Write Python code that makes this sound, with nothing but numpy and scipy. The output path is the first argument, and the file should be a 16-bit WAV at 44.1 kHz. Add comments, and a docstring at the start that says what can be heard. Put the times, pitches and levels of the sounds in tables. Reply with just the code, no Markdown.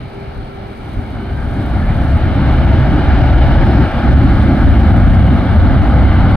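"""A dry grass field beside a runway, where a distant airliner opens its throttles and rolls.
Its fans whine upward and are masked by the turbulent exhaust: deep rumble, then roar and hiss coloured
by a ground reflection. Other engines idle to the right, and the roar echoes from that side.
A breeze rustles the grass and thumps the microphone; a limiter holds down the loudest swells."""
import sys
import numpy as np
from scipy import signal
from scipy.fft import rfft, irfft, next_fast_len
from scipy.io import wavfile
from scipy.ndimage import uniform_filter1d, minimum_filter1d, map_coordinates

SR = 44100
rng = np.random.default_rng(int(sys.argv[2]) if len(sys.argv) > 2 else 0)


def put_to_file(sound):
    """Save the sound as 16-bit audio at rate SR, in the file named by the first command-line argument."""
    columns = np.atleast_2d(sound).T  # one column per channel
    safe = np.clip(columns, -1, 1)
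    whole_steps = np.round(safe * 32767)
    wavfile.write(sys.argv[1], SR, whole_steps.astype(np.int16))


N = 280476

# Correlation between the ears, in general and for sounds from the right: frequency_hz, coherence
COHERENCE = [(25, 0.82), (60, 0.91), (160, 0.97), (270, 1), (450, 0.87), (740, 1), (1220, 1), (2100, 0.95),
             (3400, 0.8), (5500, 0.48), (9000, .5)]
RIGHT_COHERENCE = [(100, .3), (400, 0.93), (2000, 0.63), (6000, 0.28), (15000, 0.23)]
# Spectra of wind on the microphone, grass and the idling engines' rush: frequency_hz, density_db
BUFFET_SPECTRUM = [(5, -43.5), (14, -17.5), (22, -2.5), (31, 1.5), (39, -1), (50, -3.5), (90, -48),
                   (300, -120)]
GRASS_SPECTRUM = [(1000, -61), (4000, -5), (6000, -2), (6900, -7), (8200, -3.5), (9200, 0.5), (10300, -7),
                  (11300, -3), (12000, -6), (14000, -9), (15800, -13)]
IDLE_SPECTRUM = [(40, -6), (110, 6), (200, 3), (290, 0), (400, 5), (560, -1.5), (780, -6), (900, -6.5),
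                 (1050, -2.5), (1500, -11), (1950, -14), (2300, -8), (2650, -21), (3400, -19),
                 (4300, -18.5), (5200, -30), (9000, -68.5)]
# Puffs on the microphone, and one lull: centre_s, half_width_s, gain_db
MICROPHONE_PUFFS = [(.4, .06, 15), (1.91, .07, 9), (2.2, .13, 5), (2.58, .11, 8), (2.95, .15, 5),
                    (3.45, .15, 6), (4.3, .6, -5), (5.08, .08, 6), (6.2, .18, 7)]
# Gusts in the grass: centre_s, half_width_s, gain_db
GRASS_GUSTS = [(.88, 0.12, 2.5), (1.6, 0.15, 3), (2.0, .13, 2.5), (4.8, 0.65, 2.5)]
# Balance of the nearest tuft, on the right: frequency_hz, left_minus_right_db
TUFT_BALANCE = [(5000, -9.5), (6800, -4.5), (8200, -6), (9300, -10), (10500, -13.5), (11700, -1),
                (14000, -1.5), (15500, -7.5)]
# Single stalks flicking: start_s, level_db, left_minus_right_db
STALK_FLICKS = [(1.1029, -47, -5), (1.6633, -43.5, -6.5), (1.8622, -48, -8), (2.1752, -42, -2.5),
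                (2.9949, -46, -7), (3.2615, -47.5, -9), (4.594, -47.5, -9.5), (4.7277, -44.5, -8),
                (4.8609, -46, -7), (5.1284, -45, -7)]
# Tones of the idling engines: pitch_hz, gain_db, phase_scatter_rad
IDLE_TONES = [(394, 5.5, .3), (768, 0, .6)]
# Those tones swelling on the wind: centre_s, half_width_s, gain_db
HUM_SWELLS = [(.26, .15, 8.5), (.6, .14, 10), (1.35, .26, 7), (2.3, .5, 7.5)]
# The fan whine swelling through the roar: centre_s, half_width_s, blade_tone_db, octave_db
WHINE_SWELLS = [(.2, .07, 6.5, 0), (.5, .07, 8, 0), (1.11, .06, 0, 9), (1.2, .06, 11.5, 3),
                (1.29, .09, 2.5, 8.5), (1.38, .075, 15.5, 1), (1.52, .085, 12.5, 7.5), (1.82, .13, 16.5, 4)]
# Spectra of the exhaust layers, large eddies to small: frequency_hz, density_db
DEEP_SPECTRUM = [(10, -59), (30, -19), (42, -8.5), (52, -5.5), (59, -3.5), (67, 0), (76, -5.5), (90, -6.5),
                 (130, -48), (400, -120)]
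RUMBLE_SPECTRUM = [(30, -57.5), (70, -23.5), (88, -3.5), (105, 2), (118, -1), (138, -5.5), (165, -10),
                   (200, -17.5), (300, -55), (800, -120)]
BOOM_SPECTRUM = [(40, -72.5), (120, -14), (170, -6.5), (210, 0.5), (265, -1), (320, -6.5), (365, -12.5),
                 (420, -13.5), (700, -62.5), (2000, -120)]
ROAR_SPECTRUM = [(100, -50), (300, -2.5), (450, -6), (520, 0.5), (680, 1.5), (800, 1.5), (900, -3),
                 (1020, -9), (1130, -5), (1300, -4), (1650, -6.5), (1930, -12.5), (2150, -11),
                 (2400, -15.5), (2900, -43), (7000, -120)]
HISS_SPECTRUM = [(500, -79), (1500, -11), (2400, -5.5), (2900, 3.5), (3400, -1), (4000, -3), (4600, -10.5),
                 (5300, -17.5), (6200, -31), (7200, -44.5), (15000, -69.5)]
# Growth with thrust, by layer name: idle_db, full_db, middle_s, rise_s, turn_gain_db
THRUST_LEVELS = {"deep": (-39.5, -11, 1.16, 0.48, 1.5), "rumble": (-34, -15, 1.48, 0.44, 1),
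                 "boom": (-42.5, -19, 1.06, 0.56, 4), "roar": (-40.5, -20.5, 1.5, 0.53, -2),
                 "hiss": (-51.5, -37, 1.78, 0.42, -2)}
# How far the nozzles point at the listener: time_s, turn_fraction
NOZZLE_TURN = [(3.3, 0), (3.9, 0.36), (4.4, 0.82), (5.2, 1), (5.6, 0.87), (6.36, 0.2)]
# Spectra drift up, then sink as the nozzles turn: time_s, rumble_ratio, boom_ratio, roar_ratio
FREQUENCY_DRIFT = [(0, 1.035, 1.03, 1.026), (1.5, 1.053, .98, 1.012), (2.4, 1.137, 1.06, 1),
                   (3.0, 1.167, 1.08, 1.02), (3.7, 1.14, 1.096, 1.026), (4.3, 1.05, 1.043, 0.99),
                   (4.8, .96, 0.99, 1), (5.3, .91, .87, .98), (5.7, .88, .93, .97),
                   (6.36, 0.91, 0.99, 0.98)]
# Surges of the plume: centre_s, half_width_s, deep_db, rumble_db, boom_db, treble_db
PLUME_SURGES = [(.04, .04, 3.5, 5.5, 1.5, 1), (.3, .025, 6, 6, -3, 1), (.39, .037, 7, 3, 4, -1.5),
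                (.98, .03, 12, 2, 6, 0), (1.22, .03, -3, 0, 4, 0), (1.34, .034, 3, 5.5, 0, -.5),
                (1.59, .056, -5, 4, 3.5, 1), (1.76, .05, 4, 1, 1, 1.5), (1.91, .027, -4, 4.5, -.5, 1.5),
                (2.14, .028, 7, 4, 0, -.5), (2.39, .034, -3, 4, 2.5, .5), (2.49, .05, 2.5, 1, 0, 1.5),
                (2.66, .08, 4, 1, 0, .5), (2.81, .023, -1.5, 4, 0, -.5), (2.96, .05, -1, .5, 5, -.5),
                (3.11, .045, 2, -5, 0, .5), (3.225, .028, 2, 7, 1.5, 1.5), (3.32, .028, 4, 0, 0, .7),
                (3.42, .035, 5, 0, 0, 1.3), (3.51, .025, 2, 4, 0, 1), (3.61, .05, 4, 1, 0, 1),
                (3.8, .045, 0, 3.5, 4.5, .6), (4.16, .028, 6, 1, 0, 0), (4.24, .045, 0, 2, 4, 0),
                (4.53, .045, -2, 2, 3, 0), (4.66, .04, 5.5, 0, 0, 0), (4.98, .05, 1, 0, 2.5, 0),
                (5.22, .08, 1, 5, 0, 0), (5.32, .025, 0, 1, 5, 0), (5.6, .042, 4.2, -3.5, -3, 0),
                (5.74, .028, -1, 5, 0, 0), (5.97, .035, 1.5, 5, 0, .5), (6.07, .035, 3.5, 1, 1, .5),
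                (6.26, .028, -1.5, 4.5, 1, 1)]
# Wind refracting the sound away: centre_s, half_width_s, bass_db, boom_db, treble_db
REFRACTION_FADES = [(.13, .03, -5, 0, 0), (.53, .045, -6, -1.5, -3), (.76, .046, -8, -1.5, -3),
                    (1.24, .03, -4, 0, -1), (2.2, .02, -6, -1, 0), (2.3, .02, -5, 0, 0),
                    (3.03, .025, -6, 0, 0), (4.58, .02, -5, 0, 0), (3.91, 0.047, -15, -10, -1),
                    (4.02, .026, -12, -2, -.5), (5.45, 0.07, -7, -3, -0.5)]
# Treble lift at the closest approach: centre_s, half_width_s, gain_db
CLOSEST_APPROACH = [(3.7, 1.1, 5)]
# Echo from the right, relative to the direct sound: frequency_hz, gain_db
ECHO_RESPONSE = [(400, -13.5), (750, -21), (1100, -12), (2000, -9.5), (3500, -6), (6000, -1)]

JET_LEAD_S, RIGHT_LEAD_S = .000048, -.00047  # how much sooner the left ear hears each side
TIME_S = np.arange(N) / SR
EAR_SPLIT = np.array([[.5], [-.5]])  # shares a difference between left and right


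def amp(db):
    """Amplitude grows tenfold every 20 decibels."""
    return 10 ** (np.asarray(db) / 20)


def unit(x):
    """Normalisation to an rms of 1."""
    return x / np.sqrt(np.mean(x ** 2) + 1e-20)


def along(points, hz):
    """Interpolation of (frequency_hz, value) points on a logarithmic frequency axis."""
    knots_hz, values = np.transpose(points)
    return np.interp(np.log(hz + 1), np.log(knots_hz + 1), values)


def curves(rows):
    """Linear interpolation in time: one curve for each column after the first."""
    times_s, *columns = np.transpose(rows)
    return [np.interp(TIME_S, times_s, column) for column in columns]


def rise(low, high, middle_s, rise_s):
    """A sigmoid transition from low to high."""
    return low + (high - low) * (1 + np.tanh((TIME_S - middle_s) / (2 * rise_s))) / 2


def swells(rows):
    """Superposed Gaussian swells: one decibel curve for each level column."""
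    rows = np.array(rows)
    centre_s, half_width_s, gains_db = rows[:, :1], rows[:, 1:2], rows[:, 2:]
    return gains_db.T @ np.exp(-((TIME_S - centre_s) / half_width_s) ** 2)


def wobble(rate_hz):
    """Random modulation: a spline through rate_hz Gaussian values a second."""
    knots = rng.standard_normal(int(N * rate_hz / SR) + 4)
    return map_coordinates(knots, [TIME_S * rate_hz])


def filtered(x, response):
    """Linear filtering multiplies the spectrum by a complex frequency response."""
    size = next_fast_len(N + SR // 2)
    return irfft(rfft(x, size) * response(np.fft.rfftfreq(size, 1 / SR)), size)[..., :N]


def low_pass(x, edge_hz, order):
    """A Butterworth magnitude response attenuates the band above edge_hz."""
    return filtered(x, lambda hz: 1 / np.sqrt(1 + (hz / edge_hz) ** (2 * order)))


def glide(x, ratio):
    """Resampling scales every frequency by the same changing ratio."""
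    return np.array([map_coordinates(ear, [np.cumsum(ratio)], mode="mirror") for ear in x])


def steadied(x, samples):
    """Division by the running rms levels slow swells and keeps the fast churning."""
    power = uniform_filter1d(np.mean(x ** 2, axis=0), samples)
    power = uniform_filter1d(power, samples // 2)
    return x / np.sqrt(np.abs(power) + 1e-9)


def turbulence(spectrum, patchy_db, coherence=COHERENCE):
    """Partially coherent stereo noise of rms 1, its gain patchy in time and frequency."""
    bins = signal.stft(rng.standard_normal((2, N)), nperseg=512)[2]
    patches = uniform_filter1d(rng.standard_normal(bins.shape[1:]), size=6, axis=0)
    patches = unit(uniform_filter1d(patches, size=16, axis=1))
    pair = signal.istft(bins * amp(patchy_db * patches), nperseg=512)[1][:, :N]

    def mid_side_gains(hz):
        """Lower coherence moves power from the ears' sum to their difference."""
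        angle = np.arccos(np.clip(along(coherence, hz), -1, 1)) / 2
        return amp(along(spectrum, hz)) * [np.cos(angle), np.sin(angle)]

    mid, side = filtered(pair, mid_side_gains)
    return unit(np.array([mid + side, mid - side]))


def localised(x, lead_s, tilt_db):
    """Interaural time and level differences give direction; positive values favour the left."""
    gains = amp(EAR_SPLIT * tilt_db)
    return filtered(x, lambda hz: gains * np.exp(2j * np.pi * hz * EAR_SPLIT * lead_s))


def wind_buffet():
    """Pressure fluctuations in a freshening breeze thump the microphone below the rumble."""
    level_db = rise(-42, -25.5, middle_s=1.4, rise_s=.2) + swells(MICROPHONE_PUFFS)[0] + 2 * wobble(7)
    return amp(level_db) * steadied(turbulence(BUFFET_SPECTRUM, patchy_db=2), samples=8000)


def grass():
    """Dry blades shiver as amplitude-modulated noise; single stalks flick with exponential decay."""
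    level_db = rise(-62.5, -56.7, middle_s=1.15, rise_s=.3) + swells(GRASS_GUSTS)[0] + .3 * wobble(9)
    shiver_db = .9 * wobble(60) + 1.5 * wobble(300)
    blades = amp(shiver_db) * turbulence(GRASS_SPECTRUM, patchy_db=1, coherence=RIGHT_COHERENCE)
    tuft = unit(filtered(blades, lambda hz: amp(EAR_SPLIT * along(TUFT_BALANCE, hz))))
    rustle = amp(level_db) * tuft
    scrape = turbulence([(3000, -37.5), (8500, .5), (15800, -2.5)], patchy_db=2.5)
    for start_s, flick_db, balance_db in STALK_FLICKS:
        decay = (TIME_S >= start_s) * np.exp(-np.abs(TIME_S - start_s) / .0015)
        rustle += amp(flick_db + EAR_SPLIT * balance_db) * decay * scrape
    return rustle


def engine_tone(hz, flutter_db, scatter_rad):
    """Scintillation: turbulent air shakes a tone's level and phase, a little differently at each ear."""
    phase = 2 * np.pi * np.cumsum(hz) / SR + scatter_rad * wobble(30)
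    ears = np.array([np.sin(phase + scatter_rad / 2 * wobble(12)) for _ in range(2)])
    return unit(ears * amp(flutter_db * wobble(12)))


def idling_engines():
    """Tonal and broadband noise superpose: a hum that swells on the wind, in a steady rush."""
    hum = sum(amp(gain_db) * engine_tone(np.full(N, hz), flutter_db=2, scatter_rad=scatter)
              for hz, gain_db, scatter in IDLE_TONES)
    rush = turbulence(IDLE_SPECTRUM, patchy_db=1.3, coherence=RIGHT_COHERENCE)
    return amp(-50.3 + swells(HUM_SWELLS)[0]) * hum + amp(-35.5) * rush


def fans():
    """The blade-passing tones of two detuned fans climb with shaft speed; turbulence smears the octave."""
    blade_hz = rise(1290, 1860, middle_s=1.38, rise_s=.42)
    whine_db, octave_db = swells(WHINE_SWELLS)
    near = engine_tone(blade_hz, flutter_db=1.2, scatter_rad=.45)
    far = amp(-9) * engine_tone(1.012 * blade_hz, flutter_db=3, scatter_rad=1.2)
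    octave_hz = 2 * blade_hz * (1 + .005 * wobble(220))
    octave = engine_tone(octave_hz, flutter_db=1.8, scatter_rad=1.1)
    return amp(-56.5 + whine_db) * (near + far) + amp(-63.3 + octave_db) * octave


def building_reflection(x, lag_s=.0298, strength=.22):
    """Comb filtering: a late copy off buildings adds closely spaced peaks and notches."""
    return filtered(x, lambda hz: 1 + strength * np.exp(-2j * np.pi * hz * lag_s))


def ground_reflection(x, lag_s=.001344, strength=.12, absorb_hz=3700):
    """Interference with a ground bounce, weaker in the treble, adds widely spaced peaks and notches."""
    bounce = lambda hz: strength / (1 + (hz / absorb_hz) ** 2) * np.exp(-2j * np.pi * hz * lag_s)
    return unit(filtered(x, lambda hz: 1 + bounce(hz)))


def with_echo(x, lag_s=.11):
    """A long reflection path returns the sound from the right, late and brighter than it went."""
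    echo = filtered(x, lambda hz: amp(along(ECHO_RESPONSE, hz)) * np.exp(-2j * np.pi * hz * lag_s))
    return unit(x + localised(echo, lead_s=RIGHT_LEAD_S - JET_LEAD_S, tilt_db=0))


def approach_brightening(x):
    """Air absorption is least on the shortest path, so the treble lifts at the closest approach."""
    dull = low_pass(x, edge_hz=4650, order=6)
    return dull + amp(swells(CLOSEST_APPROACH)[0]) * (x - dull)


def layer_db(name):
    """An exhaust layer grows with thrust; directivity shifts its level as the nozzles turn."""
    *climb, turn_gain_db = THRUST_LEVELS[name]
    return rise(*climb) + turn_gain_db * curves(NOZZLE_TURN)[0]


def exhaust(throb_db=1.2, throb_hz=14):
    """Jet mixing noise: large eddies rumble, small ones hiss; the plume surges and refraction fades it."""
    deep_surge, rumble_surge, boom_surge, treble_surge = swells(PLUME_SURGES)
    bass_fade, boom_fade, treble_fade = swells(REFRACTION_FADES)
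    rumble_ratio, boom_ratio, roar_ratio = curves(FREQUENCY_DRIFT)

    deep = turbulence(DEEP_SPECTRUM, patchy_db=1.5)
    deep = steadied(building_reflection(deep), samples=2600)
    deep *= amp(layer_db("deep") + deep_surge + bass_fade + throb_db * wobble(throb_hz))

    rumble = glide(turbulence(RUMBLE_SPECTRUM, patchy_db=1.5), rumble_ratio)
    rumble = steadied(building_reflection(rumble), samples=2600)
    rumble *= amp(layer_db("rumble") + rumble_surge + bass_fade + throb_db * wobble(throb_hz))

    boom = glide(turbulence(BOOM_SPECTRUM, patchy_db=-1.05), boom_ratio)
    boom = low_pass(boom, edge_hz=387, order=16)  # soft ground absorbs the band above
    boom = steadied(building_reflection(boom), samples=3500)
    boom *= amp(layer_db("boom") + boom_surge + boom_fade + .7 * wobble(throb_hz))

    roar = glide(turbulence(ROAR_SPECTRUM, patchy_db=.7), roar_ratio)
    hiss = turbulence(HISS_SPECTRUM, patchy_db=1.3)
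    roar, hiss = with_echo(ground_reflection(np.array([roar, hiss])))
    treble = amp(layer_db("roar")) * roar + amp(layer_db("hiss")) * approach_brightening(hiss)
    treble *= amp(treble_surge + treble_fade + .14 * wobble(6.5))
    return deep + rumble + boom + treble


def scene():
    """Superposition of the jet slightly left, idling engines and grass to the right, and the wind."""
    jet = localised(exhaust() + fans(), lead_s=JET_LEAD_S, tilt_db=.5)
    background = localised(idling_engines() + grass(), lead_s=RIGHT_LEAD_S, tilt_db=.6)
    return jet + background + wind_buffet()


def limiter(x, ceiling, samples):
    """Look-ahead limiting lowers the gain smoothly before each peak that would pass the ceiling."""
    safe_gain = np.minimum(1, ceiling / (np.abs(x).max(axis=0) + 1e-9))
    held_gain = minimum_filter1d(safe_gain, 2 * samples)
    return x * uniform_filter1d(uniform_filter1d(held_gain, samples), samples)


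def record(dry):
    """Peak limiting, tapered ends and a sharp band limit."""
    limited = limiter(dry * amp(.5), ceiling=1, samples=200)
    taper = signal.windows.tukey(N, .002)
    return filtered(taper * limited, lambda hz: hz < 15780)


dry = scene()
out = record(dry)
put_to_file(out)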